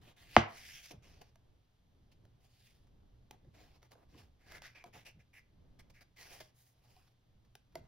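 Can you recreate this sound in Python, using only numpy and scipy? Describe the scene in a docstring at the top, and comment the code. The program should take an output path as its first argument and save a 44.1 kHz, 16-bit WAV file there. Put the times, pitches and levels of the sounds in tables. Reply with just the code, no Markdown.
"""Fingers leaf through a thick photo album on a table in a quiet room.
Skin hisses over the glossy pages, sheets bend and flap, and their edges snap and ring.
Early on the spine knocks hard on the table; the pages thud softly and the binding ticks.
Behind it all the room rumbles and hums faintly. Two microphones hear it slightly out of step."""
import sys
import numpy as np
from scipy import signal
from scipy.fft import rfft, irfft, next_fast_len
from scipy.io import wavfile
from scipy.ndimage import uniform_filter1d, map_coordinates

SR = 44100
rng = np.random.default_rng(int(sys.argv[2]) if len(sys.argv) > 2 else 0)


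def dump(signal):
    """Clip the signal to [-1, 1] and save it as 16-bit WAV at the path in sys.argv[1]."""
    limited = np.clip(np.atleast_2d(signal).T, -1, 1)
    pcm = np.round(limited * 32767).astype(np.int16)
    wavfile.write(sys.argv[1], SR, pcm)


N = 347067

# tone of a snap or tick: f/Hz, level/dB
CRACK_TONE = [(300, 1), (1000, 4), (2200, 0.5), (5000, -0.5), (16000, -14.5)]
LIFT_S, FLAP_S = 0.04, 0.049  # fade times (to fall 60 dB): a finger lifts; a flap or thud ends


def fingers():
    """Fingers drag over the pages in long slides and short rubs, with an ever-changing grip."""
    # one loudness curve per slide: t/s, level/dB
    slides = [
        [(0.01, -72), (0.08, -64.5), (0.125, -79)],
        [(0.16, -73.5), (0.184, -69.5), (0.296, -69), (0.357, -56)],
        [(0.47, -74.5), (0.57, -61), (0.7, -57), (0.9, -61.5)],
        [(1.02, -73), (1.046, -68), (1.3, -81)],
        [(2.4, -85), (2.65, -72), (2.85, -90)],
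        [(3.525, -86.5), (3.545, -72.5), (3.78, -82)],
        [(4.08, -82.5), (4.168, -75.5), (4.18, -63.5), (4.29, -89)],
        [(4.39, -84), (4.55, -62), (4.585, -72.5)],
        [(4.617, -61.5), (4.655, -61.5), (4.74, -86.5)],
        [(4.747, -71), (4.79, -71), (4.825, -80)],
        [(5.33, -74.5), (5.39, -74.5), (5.41, -90.5)],
        [(6.16, -74), (6.182, -63.5), (6.34, -61.5), (6.395, -67)],
        [(6.54, -87.5), (6.588, -77.5), (6.73, -86.5)],
        [(6.73, -92), (6.87, -78.5), (6.99, -79), (7.12, -87.5)],
    ]
    # added to each slide's level: hollow/dB, gloss/dB, bending/dB
    slide_tones = [(-20, -11.5, -2.5), (-11, -8.5, -10), (-9, -6.5, -22.5), (-24, -18, -6.5),
                   (-16, -4.5, -23), (-8, -12, 0), (-20, -10.5, -5.5), (0, -10, -2.5), (2.5, -12.5, -13),
                   (10, -20, -2.5), (9, -1, -7), (-6.5, -4, -10), (-32.5, 7, -17), (-14, -3.5, -4.5)]
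    # fingertip rubs: t/s, length/s, level/dB, added for hollow/dB, added for bending/dB
    rubs = [(0.905, 0.013, -57.5, -10, 0), (1.211, 0.011, -64, -21, 1), (2.112, 0.023, -72.5, -17, -13),
            (3.817, 0.056, -79, -5.5, 1), (3.906, 0.036, -69.5, -24, 1), (4.926, 0.11, -67.5, 0, -4),
            (5.049, 0.065, -63.5, 0.5, -8.5), (5.19, 0.034, -80.5, 10, -4), (5.788, 0.023, -68, -6, -4),
            (5.897, 0.011, -67, -1.5, -2), (5.936, 0.069, -77.5, 3.5, -18), (6.005, 0.025, -67.5, -5, -6.5),
            (6.4, 0.015, -53, -9.5, -4.5), (6.415, 0.091, -74, -22, -11)]
    # how alike left and right are: f/Hz, likeness (1 = same)
    likeness = [(200, 0.98), (1000, 0.16), (2000, 0.97), (6000, 0.28), (8000, 1), (10500, 0.92),
                (15500, 0.58)]
    touches = list(slides) + [arch(s, length, db, fade_db=13) for s, length, db, *_ in rubs]
    tones = list(slide_tones) + [(hollow, -7.5, bend) for *_, hollow, bend in rubs]
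    hollow_db, gloss_db, bend_db = np.transpose(tones)
    drag = friction(grit_db=2.0, patchy_db=2.0)
    rubbing = skin(drag, touches, hollow_db, gloss_db) + sheets(drag, touches, bend_db)
    grip = amp(1.7 * wobble(45))
    return stereo(grip * rubbing, likeness)


def friction(grit_db, patchy_db):
    """Two rubbing noises: tiny uneven slips, with tones that come and go as the hand moves."""
    slips = rng.standard_normal((2, N)) * amp(grit_db * wobble(900))
    spectrum = signal.stft(slips, nperseg=256)[2]
    patches = uniform_filter1d(rng.standard_normal(spectrum.shape[1:]), size=3, axis=0)
    patches = uniform_filter1d(patches, size=28, axis=1)
    return signal.istft(spectrum * amp(patchy_db * unit(patches)), nperseg=256)[1][:, :N]


def skin(drag, touches, hollow_db, gloss_db):
    """Skin hisses on the coating; the hollow under the finger and the page edge colour it."""
    # tone of sliding skin: f/Hz, level/dB
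    slide_tone = [(900, -28), (1700, -1), (3000, -1), (7500, -9.5), (12000, -24.5)]
    # high hiss of the gloss: f/Hz, level/dB
    gloss_tone = [(4000, -27), (7000, -3.5), (10000, 0.5), (13000, -6.5), (16000, -3)]
    # the cupped hand changes shape: t/s, hollow/Hz, whistle along the page edge/Hz
    hand = [(0.171, 2244, 3377), (0.351, 2302, 4636), (.55, 1895, 5340), (0.749, 2603, 5780),
            (2.649, 2800, 4604), (4.6, 1856, 5042), (4.8, 2300, 5387), (6.2, 2052, 4993),
            (6.601, 2190, 5596), (6.949, 2597, 4795)]
    times, hollow_hz, edge_hz = np.transpose(hand)
    hollow = moving_band(drag, times, hollow_hz, width_hz=1000)
    whistle = moving_band(drag, times, edge_hz, width_hz=1700)
    slide = unit(unit(coloured(drag, slide_tone)) + amp(-7.5) * whistle)
    gloss = unit(coloured(drag, gloss_tone))
    return (strokes(touches, LIFT_S) * slide
            + strokes(touches, LIFT_S, hollow_db) * hollow
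            + strokes(touches, LIFT_S, gloss_db) * gloss)


def sheets(drag, touches, bend_db):
    """A bending sheet rustles, and pushes the air with a low flap."""
    # tone of a bending sheet: f/Hz, level/dB
    bend_tone = [(200, -24.5), (450, -4.5), (750, 2), (1200, -8.5), (2000, -36)]
    # bends with no finger sliding: t/s, length/s, level/dB, added for flap/dB
    bends = [(0.918, 0.043, -70.5, 5), (3.313, 0.037, -70, 4), (3.929, 0.109, -74, 2),
             (4.118, 0.084, -84.5, 15), (4.846, 0.045, -74.5, 11.5), (4.945, 0.031, -68, -1.5),
             (6.254, 0.117, -69, -25), (7.743, 0.053, -68, 6), (7.817, .05, -83.5, 9.5)]
    moves = touches + [arch(s, length, db) for s, length, db, _ in bends]
    rustle = unit(coloured(drag, bend_tone))
    flap = unit(filtered(drag, lambda f: resonance(f, hz=280, width_hz=290)))
    bending = strokes(moves, LIFT_S, np.pad(bend_db, (0, len(bends))))
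    tremble = amp(-92.5 + 2.7 * wobble(5.4))  # held pages never rest quite still
    touch_flap_db = -0.5 + 1.76 * bend_db  # the more a sheet bends, the deeper it sounds
    flap_db = [*touch_flap_db, *np.transpose(bends)[3]]
    return (bending + tremble) * rustle + strokes(moves, FLAP_S, flap_db) * flap


def snaps():
    """A page edge lets go with a crack, then the sheet rings briefly; high tones die first. A few soft flaps of
    a sheet ring the same way, with barely any crack."""
    # edge snaps, plus a few soft sheet flaps that ring strongly: t/s, strength/dB, added for ring/dB, ring fade
    # time/s, pitch/Hz
    page_hits = [(1.357, -63.5, -7, 0.038, 657), (2.252, -66.5, -1, 0.027, 620), (3.31, -48, -6, 0.018, 850),
                 (3.446, -85, 11, .05, 537), (3.594, -79.5, 11, 0.039, 661), (3.829, -60, -10, 0.024, 909),
                 (3.918, -56, -17, 0.016, 1180), (3.953, -78, 14, 0.047, 482), (4.146, -80, 13.5, 0.094, 309.4),
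                 (4.520, -49.5, -16, 0.044, 643), (4.6202, -52, -16, 0.031, 635), (4.840, -53, -3, 0.063, 685),
                 (6.405, -55.5, -3, 0.061, 632), (6.965, -67.5, -4, 0.061, 756), (7.553, -50, -5.5, 0.015, 795),
                 (7.7543, -44, 0.5, 0.049, 650)]
    # tones of a ringing page: multiple of the pitch, level/dB
    page_tones = [(.53, -3), (1, 13), (1.43, 6.5), (3.25, 10.5)]
    cracks, rings = np.zeros((2, N + SR))
    t = np.arange(SR // 8) / SR
    chance = rng.standard_normal((len(page_hits), 2, len(page_tones)))
    for (s, db, ring_db, fade_s, pitch_hz), (detunes, gains) in zip(page_hits, chance):
        span = slice(round(s * SR), round(s * SR) + len(t))
        cracks[span] += burst(t, db, rise_s=0.0004, fade_s=0.011)
        onset = amp(db + ring_db) * (1 - np.exp(-t / 0.0025))
        for (multiple, tone_db), detune, gain in zip(page_tones, detunes, gains):
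            hz = pitch_hz * multiple * (1 + 0.02 * detune)
            fade = amp(tone_db + 2 * gain - 60 * t * multiple / fade_s)
            rings[span] += onset * fade * np.sin(2 * np.pi * hz * t)
    return amp(11.5) * coloured(cracks[:N], CRACK_TONE) + rings[:N]


def knock():
    """The spine hits the table once and sets its top ringing."""
    # tones of the table top: f/Hz, width/Hz, level/dB
    table_tones = [(64, 18, -4), (104, 10, 1), (142, 11, -4), (222, 17, 4), (343, 16, -1), (430, 50, -8),
                   (719.7, 200, 3), (1230, 470, -3.5), (2030, 450, -6), (3050, 370, -9), (4900, 5000, -19)]
    blow = np.zeros(N)
    blow[round(0.3641 * SR)] = amp(28.43)

    def table_top(f):
        ring = sum((-1) ** k * amp(db) * resonance(f, hz, width)
                   for k, (hz, width, db) in enumerate(table_tones))
        delay = np.exp(-0.72j * np.sqrt(f))  # bending waves bring the high tones first
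        cushion = 1 / (1 + 1j * f / 8000) ** 7  # the cover softens the hit
        return ring * delay * cushion
    return filtered(blow, table_top)


def bumps():
    """The block of pages thuds softly as the heavy album shifts in the hands."""
    # shifts of the album: t/s, length/s, level/dB
    shifts = [(0.925, 0.071, -58), (2.195, 0.092, -63), (3.312, 0.049, -65), (3.432, 0.061, -59),
              (4.12, 0.13, -63), (4.936, 0.052, -60.5), (5.139, 0.063, -61.5), (7.756, 0.086, -59.5)]
    thud = unit(filtered(rng.standard_normal(N), lambda f: resonance(f, hz=106, width_hz=102) ** 2))
    return strokes([arch(*row) for row in shifts], FLAP_S) * thud


def ticks():
    """The binding gives soft, dry cracks with no ring."""
    # binding ticks: t/s, strength/dB
    binding = [(2.868, -70.5), (3.541, -70), (7.073, -66), (7.447, -71), (7.721, -70.5)]
    cracks, t = np.zeros(N + SR), np.arange(SR // 20) / SR
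    for s, db in binding:
        cracks[round(s * SR):][:len(t)] += burst(t, db + 4.5, rise_s=0.0035, fade_s=0.058)
    return coloured(cracks[:N], CRACK_TONE)


def walls(x, delay_s):
    """The walls send back two unrelated echoes whose high tones die sooner."""
    # how long the room rings: f/Hz, fade time/s
    fades = [(100, 0.37), (2000, 0.32), (6000, 0.2), (15000, 0.095)]
    hz, t, spectrum = signal.stft(rng.standard_normal((2, SR // 2)), SR, nperseg=128)
    tail = signal.istft(spectrum * amp(-60 * t / along(fades, hz)[:, None]), SR, nperseg=128)[1]
    late = np.pad(x, (round(delay_s * SR), 0))[None]
    echo = signal.fftconvolve(late, tail / np.linalg.norm(tail[0]), axes=1)[:, :N]
    return filtered(echo, lambda f: (1j * f / (246 + 1j * f)) ** 2)  # little echo below 246 Hz


def air():
    """The room's air rumbles faintly; its bass swells and sinks."""
    # tone of the air: f/Hz, level/dB
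    air_tone = [(40, -4.5), (90, -4), (160, -12), (500, -23.5), (1300, -33), (2500, -37), (3200, -33.5),
                (6000, -41.5), (12500, -50), (16000, -60.5)]
    # slow drift of the bass: t/s, level/dB
    drift = [(0, 0), (5.9, -0.5), (6.7, -3.5), (7.3, 0)]
    noise = unit(coloured(rng.standard_normal((2, N)), air_tone))
    drift_db = np.interp(np.arange(N) / SR, *np.transpose(drift))
    swell = amp(drift_db + wobble(2.9) + 3.4 * wobble(5.9))
    bass = filtered(noise, lambda f: 1 / (1 + (f / 900) ** 2))
    return amp(-68) * (noise + (swell - 1) * bass)


def hum():
    """A low, wavering hum: noise squeezed into one narrow band."""
    noise = rng.standard_normal(N)
    return amp(-75) * unit(filtered(noise, lambda f: resonance(f, hz=120, width_hz=4.5)))


def amp(db):
    """Turn decibels into a gain."""
    return 10 ** (np.asarray(db) / 20)


def unit(x):
    """Scale x to an average power of 1."""
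    return x / np.sqrt(np.mean(x ** 2) + 1e-20)


def along(points, hz):
    """Read between (f/Hz, value) points on a log frequency axis."""
    f, values = np.transpose(points)
    return np.interp(np.log(hz + 1), np.log(f + 1), values)


def wobble(rate):
    """A smooth random curve through `rate` points a second."""
    return map_coordinates(rng.standard_normal(int(N * rate / SR) + 4), [np.arange(N) * rate / SR])


def filtered(x, response):
    """Scale and delay each frequency of x by response(f)."""
    size = next_fast_len(N + SR // 4, True)
    return irfft(rfft(x, size) * response(np.fft.rfftfreq(size, 1 / SR)), size)[..., :N]


def coloured(x, tone):
    """Shape x with a tone table."""
    return filtered(x, lambda f: amp(along(tone, f)))


def resonance(f, hz, width_hz):
    """One ringing tone, with gain 1 at its centre."""
    return 1j * f * width_hz / (hz * hz - f * f + 1j * f * width_hz)


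def moving_band(x, times, hz, width_hz):
    """Keep a band of x whose centre glides over time."""
    f, t, spectrum = signal.stft(x, SR, nperseg=256)
    gain = 1 / (1 + (2 * (f[:, None] - np.interp(t, times, hz)) / width_hz) ** 4)
    return unit(signal.istft(spectrum * gain, SR, nperseg=256)[1][:, :N])


def burst(t, db, rise_s, fade_s):
    """Noise that rises fast and dies away."""
    return amp(db - 60 * t / fade_s) * (1 - np.exp(-t / rise_s)) * rng.standard_normal(len(t))


def arch(start, length, db, fade_db=0):
    """A loudness curve that falls by fade_db, with both ends 6 dB softer."""
    way = np.linspace(-1, 1, num=9)
    return np.transpose([start + length * (way + 1) / 2, db - fade_db * way / 2 - 6 * way ** 4])


def strokes(curves, fade_s, extra_db=0):
    """A gain that follows each loudness curve and dies away afterwards."""
    t, gain = np.arange(N) / SR, np.zeros(N)
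    for curve, more_db in zip(curves, np.broadcast_to(extra_db, len(curves))):
        times, db = np.transpose(curve)
        span = slice(round(times[0] * SR), round(times[-1] * SR))
        gain[span] += amp(np.interp(t[span], times, db) + more_db)
    decay = amp(-60 / (fade_s * SR))
    return signal.lfilter([1 - decay], [1, -decay], gain)


def stereo(pair, likeness):
    """Mix two unrelated signals into left and right with the given likeness."""
    angle = lambda f: np.arccos(np.clip(along(likeness, f), -1, 1)) / 2
    mid, side = filtered(pair, lambda f: np.array([np.cos(angle(f)), np.sin(angle(f))]))
    return np.array([mid + side, mid - side])


def scene():
    """The album's sounds, their echo and the quiet room."""
    # how alike the room is left and right: f/Hz, likeness (1 = same)
    likeness = [(60, 1), (350, 0.38), (800, 0.018), (3000, 0.32), (8000, 1), (10500, .7), (13000, 0.98)]
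    blow, cracks, rubbing = knock(), snaps() + ticks(), fingers()
    bright_blow = filtered(blow, lambda f: 1 + 1j * f / 1550)  # the walls get a brighter knock
    echo = walls(amp(-14) * bright_blow + amp(-12) * (cracks + rubbing[0]), delay_s=0.0021)
    return blow + cracks + rubbing + bumps() + stereo(echo + air(), likeness) + hum()


def record(dry):
    """Left and right drift apart in phase across frequency, differ a little in level, and keep nothing above
    15800 Hz."""
    # how far right runs ahead of left: f/Hz, lead/half cycles
    lead = [(100, 0), (700, -.12), (1200, 0), (3000, .14), (6000, .4), (7000, .75), (7500, 1), (9200, 1),
            (10000, 1.3), (12000, 2), (14200, 2), (16000, 2.7)]
    turn = np.array([[-1], [1]]) * np.pi / 2
    shifted = filtered(dry, lambda f: np.exp(1j * turn * along(lead, f)) * (f < 15800))
    return amp([[-0.3], [0.3]]) * shifted


dry = scene()
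out = record(dry)
dump(out)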